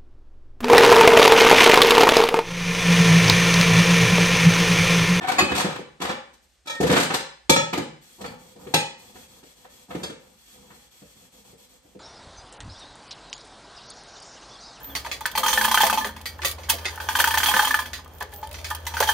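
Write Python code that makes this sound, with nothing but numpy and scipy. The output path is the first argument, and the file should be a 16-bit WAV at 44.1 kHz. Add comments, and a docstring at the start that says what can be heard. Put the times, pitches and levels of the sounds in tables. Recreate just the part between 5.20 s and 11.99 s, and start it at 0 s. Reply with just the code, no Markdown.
"""In a tiled kitchen a thin round metal pan is dragged out of the sink, knocks against crockery and
the basin, and is scrubbed with a soapy sponge in short strokes.
Blows are bursts of filtered noise that set decaying modes ringing; scrapes and foam are trains of tiny
grains, and squeaks are short tones with two overtones.
A two-port phone on the counter, over a metre away, hears the contacts mostly by way of the room."""
import sys
import numpy as np
from scipy import signal
from scipy.fft import rfft, irfft
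from scipy.io import wavfile
from scipy.ndimage import uniform_filter1d

SR = 44100
rng = np.random.default_rng(int(sys.argv[2]) if len(sys.argv) > 2 else 0)


def transcribe(u):
    """Save the signal u as a 16-bit wav file named by the first command-line argument.

    u: samples, shape (n,) or (channels, n), limited to [-1, 1]; the rate is SR.
    q: integer samples, one column per channel.
    """
    v = np.clip(np.atleast_2d(u).T, -1, 1)
    q = np.round(v * 32767).astype(np.int16)
    wavfile.write(sys.argv[1], SR, q)


N = 299512
T = np.arange(N) / SR  # s
HZ = np.maximum(np.arange(N // 2 + 1) * SR / N, 1)

# Blows on the pan, before the balance set in scene(); thud_db, crack_db and ring_db relative to level_db:
# start_s, level_db, thud_db, crack_db, ring_db, chatter_s, place (0 rim - 1 face)
PAN_BLOWS = [(0.814, -27, -16.5, -4, -14, 0.0096, 0.089), (0.891, -27, -0.5, -16, -9, 0.019, 0),
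             (1.471, -51, -26, 14, 13.5, 0.0054, 0.26), (1.496, -48.5, -7.5, 11.5, 15.5, 0.0098, 0.19),
             (2.295, -16.5, 7, 5, -2, 0.0029, 0.21), (2.361, -23.5, 4.5, -6, -0.5, 0.0038, 0),
             (3.539, -18.5, 2, 2, -3.5, 0.003, 1)]
# Bumps against the basin and its edge, with a drip at 1.13 s and a short scrape at 1.937 s made the
# same way; before the balance set in scene(), thud_db and crack_db relative to level_db:
# start_s, level_db, thud_db, crack_db
BASIN_CONTACTS = [(0.219, -33, 12, -28), (0.31, -22, -1.5, -6), (0.396, -20, -21, 5),
                  (0.444, -32, 11.5, -4), (0.586, -43.5, 12, 2), (1.13, -57.5, -4.5, 13.5),
                  (1.601, -27.5, 12, 7.5), (1.633, -24, 11, -7.5), (1.695, -17.5, 3, -9.5),
                  (1.729, -18, 0, -12), (1.762, -13.5, -10.5, -0.5), (1.9, -21.5, -5.5, -6.5),
                  (1.937, -19.5, -7.5, 7.5), (2.528, -20.5, -2.5, -0.5), (2.572, -26.5, 5, 4),
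                  (2.59, -31.5, 5, -24), (3.007, -38.5, 4.5, 7), (3.039, -31, -2.5, -6),
                  (3.356, -54.5, 11, 7), (3.464, -40, 7.5, -17), (3.951, -45, -2.5, -9),
                  (4.228, -50, 3.5, 6), (4.447, -43.5, -12, -23), (4.704, -33.5, -13, -11),
                  (4.745, -34.5, 8.5, -1.5), (4.895, -38.5, 4.5, 0), (5.502, -45, -1, -23),
                  (5.817, -52.5, 9, -11), (6.329, -60.5, 14.5, -11), (6.647, -62, 9.5, -13),
                  (6.749, -57, 16, -4)]
# Modes of the free pan: pitch_hz, rim_db (struck at the rim), face_db (struck on the face), t60_s
PAN_MODES = [(540, 1, -3, .42), (555, -3, -10, .42), (590, -7, -15, .3), (829, -16, 2, .38),
             (906, -0.5, -1, .45), (1255, -10, -12, .3), (1303, 1, -10, .4), (1580, -14, -6, .3),
             (1723, -7, -12, .38), (1843, -9, -11, .4), (2334, 0, -4, .35), (2358, -4, -8, .33),
             (2500, -14, 1, .48), (2702, -20, -1, .3), (3182, -10, -3, .28), (3400, -1, 0, .38),
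             (3585, -11, -2, .28), (3881, -6, 0, .25), (3944, -7, -2, .25), (4315, -9, -8, .33),
             (4950, -12, -10, .25), (5356, -11, -11, .33), (5550, -8, -15, .22), (6067, -12, -15, .2),
             (6565, -9, -8, .33), (7381, -13, -12, .3), (7677, -10, -13, .18)]

LOW_EDGE_HZ, HIGH_EDGE_HZ = 560, 3500  # between thud, body and crack
TOP_HZ = 15000  # upper limit of the phone
PORT_LAG_S = 0.00018  # between the two ports of the phone


def contacts(table, bands, thud_db, body_db, crack_db, tick, size=4000):
    """Each contact is a first tick, then a noisy chatter that builds as it lands and dies away."""
    out, landing_s = np.zeros(N), 0.002
    low, middle, high = bands
    for s, db, thud, crack, chatter_s in table:
        chatter = np.exp(-T[:size] / max(chatter_s, 0.002)) * (1 - np.exp(-T[:size] / landing_s))
        force = rng.standard_normal(size) ** 3 * chatter  # cubing makes the peaks spiky
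        force[0] += tick
        # with little crack the contact is soft and sounds woody
        parts = (
            (low, thud + thud_db),
            (softened(middle, crack), body_db),
            (high, crack + crack_db),
        )
        for band, band_db in parts:
            sound = attack_unit(signal.fftconvolve(force, band))
            add(out, s, undb(db + band_db) * sound)
    return out


def ringing(table, modes, ring_db):
    """A struck dish rings on in its modes; a blow with a weak thud moves the lowest ones less."""
    out = np.zeros((2, N))
    for s, db, thud, _, rings, _, place in table:
        struck = struck_at(modes, place)
        struck[:, 1] += min(thud, 0) * (struck[:, 0] < LOW_EDGE_HZ)
        sound = attack_unit(ring(struck, scatter_db=-1.0), size=900)
        add(out, s, undb(db + rings + ring_db) * sound)
    return out


def held_pan(ring_db, grip=0.2):
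    """Every contact at the basin also rings the pan, briefly, because the hand damps it."""
    knocks = np.zeros(N)
    for s, db, *_ in BASIN_CONTACTS:
        add(knocks, s, undb([db + ring_db]))
    damped = struck_at(PAN_MODES, place=1.0) * [1, 1, grip]  # the grip shortens each decay
    # a soft contact favours the low modes
    damped[:, 1] += on_log_axis([(900, 7.5), (4000, -25.5)], damped[:, 0])
    response = attack_unit(ring(damped, scatter_db=3.0), size=900)
    return signal.fftconvolve(knocks[None], response, axes=1)[:, :N]


def drags(bands):
    """The rim catches and slips over the basin, and the slips ring the pan a little."""
    # Scrapes through the sink, rumble_db and grit_db relative to level_db:
    # start_s, length_s (before release), level_db, rumble_db, grit_db
    scrapes = [(0.0, 0.06, -28.5, -6, -18.5), (0.06, 0.055, -23.5, -10.5, -8.5),
               (0.109, 0.3, -33.5, -3, -13.5), (0.336, 0.055, -28, -9, 0), (0.408, 0.15, -34, -6, -13.5),
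               (0.793, 0.059, -31.5, -3.5, -10.5), (0.859, 0.053, -32, -14, -13.5),
               (1.444, 0.12, -48, -3.5, -2), (1.605, 0.089, -32, -4, -5), (1.692, 0.14, -26, -2.5, -3.5),
               (1.902, 0.094, -37.5, -10, -3.5)]
    slips = grains(per_s=450, spread_db=4.0)
    rumble, body, grit = (unit(signal.fftconvolve(slips, band)[:N]) for band in bands)
    pan_response = ring(struck_at(PAN_MODES, place=0.5), scatter_db=3)[0]
    pan = undb(-10.5) * unit(signal.fftconvolve(slips, pan_response)[:N])
    out = np.zeros(N)
    for s, length, db, rumble_db, grit_db in scrapes:
        speed = gesture(s, length, attack_s=0.02, release_s=0.017)
        # a scrape with little grit is duller
        scrape = unit(softened(body, grit_db)) + pan
        scrape += undb(rumble_db) * rumble + undb(grit_db) * grit
        out += speed * undb(db) * scrape
    return out


def squeaks(waver_hz=18):
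    """Brief, unsteady stick-slip of metal on a wet dish; the pitch sags as the rim slows."""
    # Squeaks of the wet rim: start_s, length_s (before release), pitch_hz (at the start), level_db
    slipping = [(0.0, .035, 1780, -38.5), (0.035, 0.022, 747, -29), (0.08, 0.021, 751, -19.5),
                (1.495, 0.27, 1860, -39.5)]
    sag_per_s = 0.2  # fraction of the starting pitch
    out = np.zeros(N)
    waver = unit(uniform_filter1d(rng.standard_normal(N), size=60))
    for s, length, hz, db in slipping:
        grip = gesture(s, length, attack_s=0.0076, release_s=0.004)
        on = grip > 0
        pitch_hz = hz * (1 - sag_per_s * (T[on] - s)) + waver_hz * waver[on]
        phase = 2 * np.pi * np.cumsum(pitch_hz) / SR
        # partials fade towards the treble
        tone = sum(np.sin(k * phase) / k / (1 + (k * hz / 3500) ** 4) for k in range(1, 4))
        out[on] += tone * grip[on] * undb(db)
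    return out


def sponge():
    """Foam and fibres hiss with each stroke while the held pan rumbles under the pressure."""
    # Strokes: start_s, length_s (before release), hiss_db (foam), pressure_db (rumble of the pan)
    strokes = [(1.205, 0.032, -64, -70.5), (1.27, 0.083, -71.5, -84), (2.8, 0.17, -54.5, -70),
               (2.974, 0.16, -57, -44.5), (3.169, 0.15, -55.5, -58), (3.372, 0.16, -54, -49.5),
               (3.765, 0.14, -53.5, -56.5), (3.926, 0.11, -50.5, -54.5), (4.068, 0.12, -55, -58.5),
               (4.232, 0.084, -54.5, -67), (4.345, 0.1, -56.5, -61.5), (4.478, 0.15, -54.5, -60.5),
               (4.673, 0.18, -53.5, -44.5), (4.979, 0.16, -61, -61), (5.155, 0.092, -57, -80),
               (5.25, 0.076, -53, -68), (5.32, 0.22, -57.5, -57), (5.526, 0.13, -57, -66.5),
               (5.695, 0.12, -55, -70.5), (5.829, .1, -56.5, -72), (5.941, 0.11, -55.5, -60.5),
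               (6.105, 0.096, -54.5, -60), (6.228, 0.079, -54.5, -57), (6.362, 0.079, -55, -64),
               (6.473, 0.085, -58, -62.5), (6.61, 0.12, -63.5, -66)]
    # Broad colour of the foam: frequency_hz, gain_db
    foam_colour = [(500, -3), (1000, -4), (1600, -2), (2500, 1), (4000, -4.5), (5500, 1), (7800, 0),
                   (9500, -13.5), (12500, 1.5), (14500, -8), (16000, -5)]
    # Resonances added to the hiss: frequency_hz, width_hz, gain_db (relative to the broad colour)
    foam_peaks = [(3336, 164, 11), (3880, 80, -4.5), (4230, 430, 5), (6470, 120, -3.5), (7830, 500, 0.5),
                  (9200, 720, 14)]
    peaks = sum(undb(db) / (1 + (2 * (HZ - hz) / width) ** 2) for hz, width, db in foam_peaks)
    foam_gain = undb(on_log_axis(foam_colour, HZ)) * (1 + peaks)
    hiss = unit(shape(grains(per_s=3600, spread_db=-1.0), foam_gain))
    # colour of the flexing pan: frequency_hz, gain_db
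    flexing = [(40, -12.5), (110, -11), (170, -5), (195, -5.0), (228, 2), (290, -12.5),
               (420, -8.5), (510, 0.0), (620, -13.0), (830, -9.5), (1600, -21.5), (5000, -77.0)]
    rumble = unit(shape(rng.standard_normal(N), undb(on_log_axis(flexing, HZ))))
    out = np.zeros(N)
    for s, length, hiss_db, pressure_db in strokes:
        stroke = gesture(s, length, attack_s=0.025, release_s=0.035)
        out += stroke * (undb(hiss_db) * hiss + undb(pressure_db) * rumble)
    return out


def booming(boom_db, pan_boom_db):
    """The thud of each basin contact, and of each blow on the pan, sets the hollow basin booming."""
    # Modes of the basin and counter: pitch_hz, level_db, t60_s
    basin_modes = [(128.8, -2.5, 0.27), (157, 9.5, 0.31), (176.3, -12, 0.093), (217.6, -10, 0.72),
                   (251, 4, 0.15), (280, -6, 0.39), (334.8, 4.5, 0.16), (392, 0.5, 0.39), (491, 8.5, 0.42)]
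    out = np.zeros((2, N))
    for table, coupling_db in ((BASIN_CONTACTS, boom_db), (PAN_BLOWS, pan_boom_db)):
        for s, db, thud, *_ in table:
            boom = attack_unit(ring(basin_modes, scatter_db=3.5, size=11000), size=900)
            add(out, s, undb(db + thud + coupling_db) * boom)
    return out


def kitchen(x, early_db, tail_db, size=36000):
    """Direct sound, weakest in the treble, reaches the left port first; tiles answer, the room rings."""
    # Decay of the room: frequency_hz, t60_s
    room_decay = [(80, 0.46), (250, 0.39), (1000, 0.48), (3000, 0.5), (7000, 0.42), (14000, 0.17)]
    t = T[:size]
    f, frames, z = signal.stft(rng.standard_normal((2, size)), SR, nperseg=256)
    decay = np.exp(-np.log(1000) * frames / on_log_axis(room_decay, f + 1)[:, None])
    tail = signal.istft(z * decay, SR)[1][:, :size] * np.clip(t / 0.00093, 0, 1)
    # sparse early reflections
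    early = rng.standard_normal((2, size)) * (rng.random((2, size)) < 0.04)
    early *= np.exp(-t / 0.007) * (t > 0.001)
    reflections = undb(tail_db) * unit(tail) + undb(early_db) * unit(early)
    echoes = rfft(reflections / np.sqrt(size), N)
    # a diffuse field carries the same power in every band
    power = np.abs(echoes) ** 2
    mid, side = echoes * np.sqrt(power.mean() / uniform_filter1d(power, size=400, axis=1))
    # long waves reach both ports alike
    apart = HZ ** 2 / (HZ ** 2 + 380 ** 2)
    room = mid * np.sqrt(1 - apart / 2) + np.array([[1], [-1]]) * side * np.sqrt(apart / 2)
    direct = undb(on_log_axis([(200, -2.0), (2000, -4.5), (8000, -29.5)], HZ))
    lag = np.exp(-2j * np.pi * HZ * np.array([[0], [PORT_LAG_S]]))
    response = irfft((direct + room) * lag, N)[:, :size]
    return signal.fftconvolve(x[None], response, axes=1)[:, :N]


def room_tone():
    """The faint steady rush of the house is coloured noise, partly different at the two ports."""
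    # Colour of the rush: frequency_hz, gain_db
    house_colour = [(15, -29), (25, -7.5), (60, 13), (110, -9.5), (170, -10.5), (300, -10.5), (1000, -13),
                    (3000, -13), (9000, -16.5), (14000, -34), (15500, -45.5)]
    gain = undb(on_log_axis(house_colour, HZ))
    mid, side = (unit(shape(rng.standard_normal(N), gain)) for _ in range(2))
    return undb(-65) * (mid + 0.4 * side * np.array([[1], [-1]]))


def contact_bands():
    """Responses of a contact in three ranges: thud, body and crack."""
    # Colour of a blow: frequency_hz, gain_db
    blow_colour = [(25, -42.5), (50, -17.5), (75, -10.5), (105, -18), (150, -2.5), (260, -1.5), (400, -0.5),
                   (520, 4.5), (640, -2), (820, -0.5), (1100, -4.5), (1500, -3.5), (2200, -7), (4000, -6),
                   (5600, -11.5), (8200, -11.5), (12600, -20.5), (15500, -29)]
    colour = undb(on_log_axis(blow_colour, HZ))
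    low = 1 / (1 + (HZ / LOW_EDGE_HZ) ** 6)
    high = 1 / (1 + (HIGH_EDGE_HZ / HZ) ** 6)
    return [causal(colour * np.sqrt(share)) for share in (low, (1 - low) * (1 - high), high)]


def softened(body, crack_db):
    """The less crack a contact has, the lower its middle range rolls off."""
    # the corner is 3000 Hz at 0 dB of crack and follows 0.51 of the crack's decibels
    corner_hz = np.clip(3000 * undb(0.51 * crack_db), LOW_EDGE_HZ, TOP_HZ)
    return signal.lfilter(*signal.butter(1, corner_hz, fs=SR), body)


def struck_at(modes, place):
    """The place of a blow, between rim and face, decides how strongly each mode answers."""
    hz, rim_db, face_db, t60 = np.transpose(modes)
    return np.column_stack([hz, rim_db + np.clip(place, 0, 1) * (face_db - rim_db), t60])


def ring(modes, scatter_db, waver=0.47, size=20000):
    """Decaying modes at the two ports; reflections shift each mode's phase and make it waver."""
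    hz, db, t60 = np.transpose(modes)[:, :, None]
    t, chance = T[:size], rng.standard_normal((len(modes), 3, 1))
    # slow complex noise, one random point every 400 samples
    knots = rng.standard_normal((len(modes), size // 400, 2)) @ np.array([1, 1j])
    reflections = signal.resample(knots, size, axis=1)
    start = undb(db + scatter_db * chance[:, 0]) * np.exp(2j * np.pi * chance[:, 1])
    decaying = np.exp((2j * np.pi * hz - np.log(1000) / t60) * t)
    waves = start * (1 + waver * reflections) * decaying
    # opposite phase turns at the two ports
    turn = np.exp(0.7j * np.minimum(hz / 900, 1) * chance[:, 2] + 1j * np.pi * hz * PORT_LAG_S)
    build_s = 0.0019
    return (np.hstack([turn, 1 / turn]).T @ waves).imag * (1 - np.exp(-t / build_s))


def grains(per_s, spread_db):
    """Tiny slips or bursts at random moments; a large positive spread makes a few stand out."""
    size = undb(spread_db * np.minimum(rng.exponential(size=N), 4))
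    return unit((rng.random(N) < per_s / SR) * size * np.sign(rng.standard_normal(N)))


def gesture(start, length, attack_s, release_s):
    """A movement of the hand: it gathers speed smoothly, holds, and comes to rest after its length."""
    rise = np.clip((T - start) / attack_s, 0, 1)
    fall = np.clip(1 - (T - start - length) / release_s, 0, 1)
    return rise * rise * (3 - 2 * rise) * fall


def blows(table):
    """Time, level, thud, crack and chatter of each blow on a dish."""
    return [(s, db, thud, crack, chatter_s) for s, db, thud, crack, _, chatter_s, _ in table]


def undb(db):
    """Decibels to gain."""
    return 10 ** (np.asarray(db) / 20)


def unit(x):
    """Scale to rms 1."""
    return x / np.sqrt(np.mean(x ** 2) + 1e-20)


def attack_unit(x, size=440):
    """Scale so that the first samples have rms 1."""
    return x / np.sqrt(np.mean(x[..., :size] ** 2))


def on_log_axis(points, hz):
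    """Read (Hz, value) points on a logarithmic frequency axis."""
    f, value = np.transpose(points)
    return np.interp(np.log(hz), np.log(f), value)


def shape(x, gain):
    """Filter by a gain for each frequency."""
    return irfft(rfft(x) * gain, N)


def causal(gain, size=1024):
    """The minimum-phase impulse response with this gain, from the cepstrum, cut to size."""
    cepstrum = irfft(np.log(gain + 1e-6), N)
    cepstrum[1:N // 2] *= 2
    cepstrum[N // 2:] = 0
    return irfft(np.exp(rfft(cepstrum)), N)[:size]


def add(out, s, x):
    """Mix a sound in at a time in seconds."""
    i = max(int(s * SR), 0)
    out[..., i:i + x.shape[-1]] += x[..., :max(N - i, 0)]


def scene():
    """Contacts, scrapes and scrubbing fill the room; pan, crockery and basin ring on."""
    # Clinks of crockery, before the balance below; thud_db, crack_db and ring_db relative to level_db:
    # start_s, level_db, thud_db, crack_db, ring_db, chatter_s, place (0 rim - 1 face)
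    clinks = [(0.183, -20.5, -1.5, -0.5, 7, 0.011, 0), (0.202, -26, 6.5, -17, -11, 0.0042, 0),
              (3.057, -47.5, -24, 5.5, 6.5, 0.0031, 0.39), (4.831, -39.5, 9, 7, 8, 0.007, 0.79)]
    # Modes of the crockery: pitch_hz, rim_db (struck at the rim), face_db (on the face), t60_s
    crockery_modes = [(1110, -1, -12, .22), (2002, 7.5, -14, .16), (2536, 3, -20, .48),
                      (2610, -4, -20, .18), (3330, -14, 7, .28), (3700, -18, -4, .22), (4490, 1, -4, .3),
                      (4610, -10, -5, .18), (5050, -18, -2, .22), (6855, -1, -8, .14)]
    bands = contact_bands()
    pan = contacts(blows(PAN_BLOWS), bands, thud_db=-3.5, body_db=0.5, crack_db=-0.5, tick=11)
    dishes = contacts(blows(clinks), bands, thud_db=-3.0, body_db=6, crack_db=-1, tick=11)
    touches = [(*touch, 0.0096) for touch in BASIN_CONTACTS]  # all share one chatter time, s
    basin = contacts(touches, bands, thud_db=-2.5, body_db=-1, crack_db=-11.0, tick=5.3)
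    dry_noises = pan + dishes + basin + drags(bands) + squeaks() + sponge()
    noises = kitchen(dry_noises, early_db=0, tail_db=-3.5)
    rings = ringing(PAN_BLOWS, PAN_MODES, ring_db=4.5)
    rings += ringing(clinks, crockery_modes, ring_db=-2.5)
    rings += booming(boom_db=-11.5, pan_boom_db=-11.5)
    rings += held_pan(ring_db=-22)
    # left over right: the bass is a little stronger on the right, the range near 500 Hz on the left
    balance = [(120, -2.0), (280, -1.0), (500, 3.0), (2000, 0.25), (10000, 0.5)]
    balance_db = on_log_axis(balance, HZ)
    return shape(noises + rings + room_tone(), undb(np.array([balance_db, -balance_db]) / 2))


def record(dry):
    """The phone clips, is deaf in a narrow treble band and cuts the deepest bass and the top."""
    notch = signal.butter(3, [9750, 11250], "bandstop", fs=SR, output="sos")
    rumble = signal.butter(2, 40, "highpass", fs=SR, output="sos")
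    top = signal.ellip(8, 0.2, 70, TOP_HZ, fs=SR, output="sos")
    return signal.sosfilt(np.vstack([notch, rumble, top]), np.clip(dry, -1, 1))


dry = scene()
out = record(dry)
transcribe(out)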